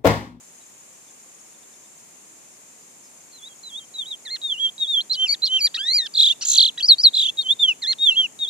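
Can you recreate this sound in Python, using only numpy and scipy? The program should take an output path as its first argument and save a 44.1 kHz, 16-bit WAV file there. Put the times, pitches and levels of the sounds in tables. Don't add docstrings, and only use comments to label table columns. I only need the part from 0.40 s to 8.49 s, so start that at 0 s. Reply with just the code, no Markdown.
import sys
import numpy as np
from scipy import signal
from scipy.fft import rfft, irfft, next_fast_len
from scipy.io import wavfile
from scipy.ndimage import uniform_filter1d, minimum_filter1d, map_coordinates

SR = 44100
rng = np.random.default_rng(int(sys.argv[2]) if len(sys.argv) > 2 else 0)


def int16_out(signal):
    q = np.round(np.clip(np.atleast_2d(signal).T, -1, 1) * 32767)
    wavfile.write(sys.argv[1], SR, q.astype(np.int16))


N = 356769

# t/s from onset, f/Hz, level/dB
DIP = [(0, 4320, -12.5), (.015, 4070, -11), (.048, 4000, -9.5), (.085, 3277, -18), (.121, 3386, -2.5),
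       (.161, 3790, -0.5), (.173, 3257, -18.5), (.219, 3160, -17)]
HOOK = [(0, 3850, -17.5), (.052, 3693, -1), (.082, 3310, -19.5), (.102, 3784, -10), (.136, 3660, -3.5),
        (.222, 3149, -6), (.234, 4140, -13), (.245, 4270, -34)]
STAIR = [(0, 3965, -18.5), (.018, 4080, -3), (.029, 4300, -7), (.068, 2960, -24), (.103, 3120, -4.5),
         (.153, 3143, -1), (.178, 2560, -23)]
PEAK = [(0, 4410, -18.5), (.018, 4634, -13), (.04, 5340, -22.5), (.046, 6430, -41.5), (.06, 4900, -12.5),
        (.071, 4476, -3.5), (.103, 3804, -3), (.122, 3643, -19)]
# shape, t/s, time stretch, pitch ratio, level/dB, crescendo/dB
PURE_SYLLABLES = [(DIP, 2.922, 0.97, 1.025, -38.5, 2.4), (DIP, 3.233, 0.97, 0.99, -30.5, -1),
                  (HOOK, 4.38, 1., 1., -15, 0), (STAIR, 4.697, 0.98, 1., -13, 1.5),
                  (STAIR, 5.02, 0.99, 0.999, -11, 0), (PEAK, 6.426, 0.98, 1., -3.5, 0),
                  (PEAK, 6.583, 0.88, 1.005, -5, 4), (HOOK, 7.99, .92, 0.99, -14.5, 2.5)]
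# t/s, f/Hz, level/dB
SLURS = [
    [(3.539, 4020, -42.5), (3.601, 3666, -23), (3.651, 3050, -42.5), (3.667, 3730, -35.5),
     (3.687, 3857, -29), (3.699, 3854, -42), (3.711, 3790, -25), (3.747, 3140, -36), (3.752, 3110, -41)],
    [(4.016, 3820, -32.5), (4.052, 3730, -22.5), (4.09, 3574, -26.5), (4.124, 3230, -22),
     (4.162, 2760, -37.5), (4.21, 3285, -25), (4.248, 3273, -19.5), (4.282, 3140, -25.5),
     (4.298, 3270, -40)],
    [(6.972, 3850, -33), (6.992, 3737, -14.5), (7.024, 3657, -31.5), (7.036, 3150, -41.5),
     (7.072, 3080, -17), (7.08, 3124, -28), (7.108, 3454, -13), (7.128, 3666, -13), (7.136, 3800, -33)],
    [(7.189, 3700, -39), (7.199, 3635, -17), (7.223, 3581, -13), (7.243, 3347, -12), (7.267, 3140, -27.5),
     (7.285, 3028, -10.5), (7.315, 2694, -24), (7.327, 2560, -30), (7.335, 2590, -50)],
    [(7.585, 3630, -33.5), (7.627, 3760, -15.5), (7.697, 3165, -12.5), (7.721, 2754, -22.5),
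     (7.743, 2646, -35.5), (7.773, 3260, -18), (7.797, 3229, -17), (7.853, 2844, -21), (7.868, 2450, -41)],
]
PURE_HARMONICS_DB = [1.5, -34, -38]


def whistles():
    contours = syllable_contours(PURE_SYLLABLES) + list(SLURS)
    return syrinx(contours, PURE_HARMONICS_DB, jitter=.0025, roughness=.008, effort=.1)


# t/s from onset, f/Hz, level/dB
SCOOP = [(0, 2186, -16), (.016, 1876, -3), (.038, 1680, -10.5), (.062, 2070, -3.5), (.1, 2110, -0.5),
         (.11, 1866, -5), (.119, 1300, -16)]
SHELF = [(0, 3050, -34.5), (.033, 2257, -2.5), (.054, 2271, -2), (.073, 2365, -1.5), (.092, 1723, -13)]
CROAK = [(0, 1410, -12), (.007, 1906, 1), (.018, 1870, 1.5), (.029, 1500, -16.5)]
ARCH = [(0, 1219, -19.5), (.023, 1540, -8), (.055, 1674, -15), (.106, 1928, -4), (.152, 2152, -4),
        (.189, 2417, -1.5), (.218, 2076, -2.5), (.254, 1847, -10), (.284, 1778, -13), (.301, 1450, -16)]
# shape, t/s, time stretch, pitch ratio, level/dB, crescendo/dB
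REEDY_SYLLABLES = [(SCOOP, 3.851, 1, 1.008, -26.5, 1), (SHELF, 4.86, 0.97, .99, -15.5, 0),
                   (SHELF, 5.185, 1., 1.008, -12.5, 2), (CROAK, 5.343, 1., 1.014, -20, 0),
                   (ARCH, 5.372, 1., 1., -14.5, 0), (CROAK, 6.375, 1., 1.02, -25, -4),
                   (SCOOP, 7.42, 0.98, 1.008, -17, 0)]
REEDY_HARMONICS_DB = [-18, 0, -29, -30, -34]


def reedy_notes():
    contours = syllable_contours(REEDY_SYLLABLES)
    return syrinx(contours, REEDY_HARMONICS_DB, jitter=.004, roughness=.02, effort=.55)


# t/s, f/Hz, level/dB
SQUEAK = [(6.010, 1150, -43.5), (6.024, 1525, -27), (6.039, 1270, -38.5), (6.054, 1650, -40),
          (6.062, 1460, -36)]
SQUEAK_HARMONICS_DB = [-18.5, -15, 1, -2.5, -8.5]


def squeak():
    return syrinx([SQUEAK], SQUEAK_HARMONICS_DB, jitter=.014, roughness=.28, effort=.14)


def syllable_contours(syllables):
    contours = []
    for shape, start_s, stretch, ratio, db, crescendo_db in syllables:
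        t, hz, shape_db = np.transpose(shape)
        ramp_db = crescendo_db * (t / t[-1] - .5)
        contours.append(np.c_[start_s + stretch * t, ratio * hz, db + shape_db + ramp_db])
    return contours


def syrinx(contours, harmonics_db, jitter, roughness, effort, edge_s=.00052, neutral_db=-18.5):
    out = np.zeros(N)
    carrier = np.argmax(harmonics_db)
    for contour in contours:
        knots_s, knots_hz, knots_db = np.transpose(contour)
        t = np.arange(knots_s[0], knots_s[-1], 1 / SR)
        pitch_hz = glide(t, knots_s, knots_hz)
        level_db = np.interp(t, knots_s, knots_db)
        phase = jittered_phase(pitch_hz, jitter, drift_hz=277)
        tilt_db = effort * (level_db - neutral_db)
        tone = 0
        for k, db in enumerate(harmonics_db):
            colour = 1 if k == carrier else beak_gain((k + 1) * pitch_hz)
            tone += undb(db + tilt_db * np.sign(k - carrier)) * colour * np.sin((k + 1) * phase)
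        gate = np.clip(np.minimum(t - t[0], t[-1] - t) / edge_s, 0, 1)
        flutter = 1 + roughness * drift(2600, len(t))
        add(out, t[0], gate * undb(level_db) * flutter * tone)
    return out


TRILLS = [ dict(start_s=5.742, count=7, period_s=(.018, .028), length_s=(0.023, .051), from_hz=(3390, 2740),
          to_hz=(4456, 3800), bow_hz=79.6, level_db=(-19.5, -6, -13.5), climax=.38, crest=0.66),
          dict(start_s=6.058, count=7, period_s=(.0158, .0162), length_s=(0.017, .022),
          from_hz=(4680, 4400), to_hz=(2830, 2560), bow_hz=-36, level_db=(-32.5, -22.5, -13.5),
          climax=0.52, crest=0.16), dict(start_s=6.065, count=7, period_s=(.0145, .018),
          length_s=(.015, 0.016), from_hz=(7780, 8100), to_hz=(5650, 5100),
          bow_hz=40.6, level_db=(-17, -10.5, -19), climax=.36, crest=0.44),
          dict(start_s=6.174, count=5, period_s=(.0225, 0.026), length_s=(.03, .031), from_hz=(4850, 4550),
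          to_hz=(2730, 2560), bow_hz=30, level_db=(-5.5, -10, -17.5), climax=0.68, crest=0.32),
          dict(start_s=6.731, count=7, period_s=(.018, .0245), length_s=(.027, .046), from_hz=(3270, 2380),
          to_hz=(4245, 3560), bow_hz=172, level_db=(-16.5, -11.5, -19), climax=0.39, crest=0.74)]
# t/s, length/s, start f/Hz, end f/Hz, bow/Hz, level/dB, crest/0-1
SLIDES = [(4.286, 0.0127, 3180, 3750, 0, -31, 0.35), (4.722, 0.05, 6210, 3560, -300, -26, 0.51),
          (5.045, 0.047, 6270, 3560, -300, -23, 0.63), (5.34, 0.013, 3300, 5000, 3, -23, .66),
          (5.738, 0.0055, 4750, 4640, -40, -26.5, .36), (5.918, 0.016, 3070, 2820, -100, -25.5, 0.43),
          (6.048, .013, 6270, 6550, 500, -16, .55), (6.399, 0.023, 2040, 2350, 1105, -22.5, 0.3),
          (6.888, 0.016, 2820, 2745, -56, -29.5, 0.6), (7.007, .021, 3740, 3490, 780, -26, .4),
          (7.701, 0.057, 3700, 4250, 6, -39, 0.7)]


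def trills(coupling=.29, second_db=-28, third_db=-39, rasp_db=-35, high_rasp_db=-17,
           grit_db=-37, snap_grit_db=-27, low_cut_hz=2550):
    snaps = sweeps(SLIDES, jitter=.009) + sweeps(closing_flicks(), jitter=.04)
    trains = [sweep for train in TRILLS for sweep in sweep_train(**train)]
    tone = snaps + sweeps(trains, jitter=.009)
    envelope = np.sqrt(uniform_filter1d(abs(tone) ** 2, size=180).clip(0) + 1e-12)
    phasor = tone / envelope
    voice = tone.real * (1 - coupling * (abs(phasor) ** 2 - 1))
    overtones = envelope * (undb(second_db) * phasor ** 2 + undb(third_db) * phasor ** 3).real
    overtones = irfft(rfft(overtones) * beak_gain(np.fft.rfftfreq(N, 1 / SR)), N)
    strain = uniform_filter1d(abs(highpass(tone, hz=5600)), size=500)
    rasp = stereo_noise(lambda hz: (hz / 3800) ** 3 / (1 + (hz / 4800) ** 5.1))[0]
    rasp *= undb(rasp_db) * envelope + undb(high_rasp_db) * strain
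    grit = rng.standard_normal(N) * (undb(grit_db) * abs(tone) + undb(snap_grit_db) * abs(snaps))
    return highpass(voice + overtones + grit + rasp, low_cut_hz)


def sweep_train(start_s, count, period_s, length_s, from_hz, to_hz, bow_hz, level_db, climax, crest):
    starts_s = start_s + np.r_[0, np.cumsum(np.linspace(*period_s, count - 1))]
    spans = [np.linspace(*pair, count) for pair in (length_s, from_hz, to_hz)]
    levels_db = np.interp(np.linspace(0, 1, count), [0, climax, 1], level_db)
    return [(t, *span, bow_hz, db, crest) for t, *span, db in zip(starts_s, *spans, levels_db)]


def closing_flicks(lead_s=.014, length_s=.013, from_hz=6900, to_hz=3000, relative_db=-14, crest=.74):
    return [(note[-1, 0] - lead_s, length_s, from_hz, to_hz, 0, note[:, 2].max() + relative_db, crest)
            for note in syllable_contours(REEDY_SYLLABLES)]


def sweeps(rows, jitter):
    out = np.zeros(N, complex)
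    for start_s, length_s, from_hz, to_hz, bow_hz, db, crest in rows:
        u = np.linspace(0, 1, int(length_s * SR))
        hz = from_hz + (to_hz - from_hz) * u + 4 * bow_hz * u * (1 - u)
        swell = np.sin(np.pi * np.interp(u, [0, crest, 1], [0, .5, 1])).clip(0) ** 1.5
        phase = jittered_phase(hz, jitter, drift_hz=1500)
        add(out, start_s, undb(db) * swell * np.exp(1j * phase))
    return out


# f/Hz, level/dB
BEAK_RESPONSE = [(2000, -3.5), (4000, 24.5), (5500, 6), (7000, 8.5), (8400, -6.5), (10000, 4.5), (11500, 9),
                 (14000, -1.5)]


def beak_gain(hz):
    return undb(np.interp(hz, *np.transpose(BEAK_RESPONSE)))


def throat_hiss(song, hiss_db=-35, centre_hz=4200, width_hz=800, knee=.1):
    flow = np.tanh(uniform_filter1d(abs(song), size=200) / knee) * knee
    hiss = stereo_noise(lambda hz: (1 + ((hz - centre_hz) / width_hz) ** 2) ** -1.5)[0]
    return undb(hiss_db) * flow * hiss


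# delay/ms, signed gain
REFLECTIONS = [
    [(0.287, -0.31), (1.072, 0.06), (3.92, -0.56), (5.715, -0.33)],
    [(0.677, 0.071), (1.345, -0.44), (3.711, 0.13), (4.169, -0.32)],
]


def cage_and_field(song, left_db=.6, right_db=1.44, scatter_db=-32, t60_s=.37):
    left, right = (song + sum(gain * delayed(song, ms) for ms, gain in side) for side in REFLECTIONS)
    near = np.array([undb(left_db) * delayed(left, ms=.04), undb(right_db) * right])
    t = np.arange(int(.6 * SR)) / SR
    tail = rng.standard_normal((2, len(t))) * undb(-60 * t / t60_s)
    scatter = signal.fftconvolve(song[None], unit_rms(tail) / np.sqrt(len(t)), axes=1)[:, :N]
    return near + undb(scatter_db) * scatter


# t/s, length/s, start f/Hz, end f/Hz, bow/Hz, level/dB, crest/0-1
FAR_CHIRPS = [(.2, .04, 3700, 3380, 350, -58, .5), (.53, .04, 5400, 6600, 0, -57, .5),
              (.655, 0.05, 6000, 5400, 600, -53, .45), (.675, .03, 3700, 3350, 0, -57, .5),
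              (.98, .035, 5100, 5130, 300, -56, .5), (1.26, .27, 5440, 5550, 1, -65, .4),
              (2.03, .22, 5500, 5500, 0, -64, .5), (2.415, .02, 5300, 4500, 0, -59, .5),
              (2.62, .07, 5600, 4800, 2, -56, .5)]
FAR_PIPS = dict(start_s=1.138, count=4, period_s=(.087, .116), length_s=(.023, .028), from_hz=(3680, 3750),
            to_hz=(3460, 3380), bow_hz=40, level_db=(-58, -56.5, -57.5), climax=.5, crest=.5)


def far_birds():
    return sweeps(FAR_CHIRPS + sweep_train(**FAR_PIPS), jitter=.022).real


# f/Hz, width/Hz, level/dB, pulse rate/Hz, pulse depth/0-1, left minus right/dB
INSECT_CHOIRS = [(6415, 330, -57.5, 28.6, 0.7, 4), (6774, 180, -58, 34, 1, 5),
                 (7230, 820, -53, 52, 0, -1.5), (8160, 2100, -59, 69, 0.1, 2.5),
                 (9330, 1180, -59, 51, .2, -0.5), (5910, 1800, -62, 7.5, .3, 6.5)]


def insects(waver_db=.5):
    out = 0
    for centre_hz, width_hz, db, pulse_hz, depth, pan_db in INSECT_CHOIRS:
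        band = stereo_noise(lambda hz: (1 + 2 * ((hz - centre_hz) / width_hz) ** 2) ** -2.)
        stroke = np.sin(jittered_phase(np.full(N, pulse_hz), jitter=.039, drift_hz=6.7))
        prominence = np.clip(.29 + .66 * drift(.83, N), 0, 1)
        pulsing = 1 + depth * stroke * prominence
        out += band * pulsing * undb(db + waver_db * drift(8.2, N)) * pan(pan_db)
    return out


# f/Hz, relative level/dB
AIR_SPECTRUM = [(25, -26), (60, -18.5), (100, -9), (150, -2.5), (210, 0), (350, -1.5), (600, -3.5),
                (1000, -5), (1450, -9.5), (2400, -7), (3200, -11.5), (4500, -12.5), (10000, -15),
                (14500, -15.5)]


def air(level_db=-53, waver_db=-.04, pan_db=1.16, bass_hz=700, shared=.34, growth_db=4, growth_s=6.5):
    knots_hz, knots_db = np.transpose(AIR_SPECTRUM)
    wash = stereo_noise(lambda hz: undb(np.interp(np.log(hz + 1), np.log(knots_hz), knots_db)))
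    bass = signal.sosfilt(signal.butter(1, bass_hz, fs=SR, output="sos"), wash)
    crossfeed = shared * (bass[::-1] - bass) / 2
    growth = undb(growth_db * np.minimum(np.arange(N) / SR / growth_s, 1) ** 2)
    wash += crossfeed + bass * (growth - 1)
    return wash * undb(level_db + waver_db * drift(3.193, N)) * pan(pan_db)


def undb(db):
    return 10 ** (np.asarray(db) / 20)


def pan(db):
    return undb([[db / 2], [-db / 2]])


def unit_rms(x):
    return x / np.sqrt(np.mean(x ** 2))


def drift(rate_hz, size):
    at = np.arange(size) * rate_hz / SR
    return map_coordinates(rng.standard_normal(int(at[-1]) + 3), [at], order=3, mode="nearest")


def jittered_phase(hz, jitter, drift_hz):
    return 2 * np.pi * np.cumsum(hz * (1 + jitter * drift(drift_hz, len(hz)))) / SR


def stereo_noise(spectrum):
    size = next_fast_len(N, True)
    shaped = rfft(rng.standard_normal((2, size))) * spectrum(np.fft.rfftfreq(size, 1 / SR))
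    return unit_rms(irfft(shaped, size)[:, :N])


def highpass(x, hz):
    return signal.sosfilt(signal.butter(6, hz, "high", fs=SR, output="sos"), x)


def glide(t, knots_s, values):
    step_s = np.diff(knots_s)
    slope = np.diff(values) / step_s
    before, after = slope[:-1], slope[1:]
    inner = (before * abs(after) + after * abs(before)) / (abs(before) + abs(after) + 1e-9)
    tangent = np.r_[slope[0], inner, slope[-1]]
    k = np.clip(np.searchsorted(knots_s, t) - 1, 0, len(step_s) - 1)
    u = np.clip((t - knots_s[k]) / step_s[k], 0, 1)
    bow = (tangent[k] - slope[k]) * (1 - u) - (tangent[k + 1] - slope[k]) * u
    return values[k] + step_s[k] * u * (slope[k] + (1 - u) * bow)


def delayed(x, ms):
    lag = ms * SR / 1000
    k = np.arange(int(lag) + 17) - 8 - lag
    kernel = np.sinc(k) * np.sinc(k / 8) * (abs(k) < 8)
    return np.convolve(x, kernel)[8:N + 8]


def add(track, start_s, sound):
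    i = int(start_s * SR)
    part = sound[:max(N - i, 0)]
    track[i:i + len(part)] += part


def scene():
    song = whistles() + reedy_notes() + squeak() + trills()
    song += throat_hiss(song)
    return cage_and_field(song) + far_birds() + insects() + air()


def record(dry, top_hz=14600):
    safe_gain = minimum_filter1d(1 / np.maximum(abs(dry).max(axis=0), 1), size=200)
    limited = dry * uniform_filter1d(safe_gain, size=200)
    return signal.sosfilt(signal.ellip(10, .2, 80, top_hz, fs=SR, output="sos"), limited)


dry = scene()
out = record(dry)
int16_out(out)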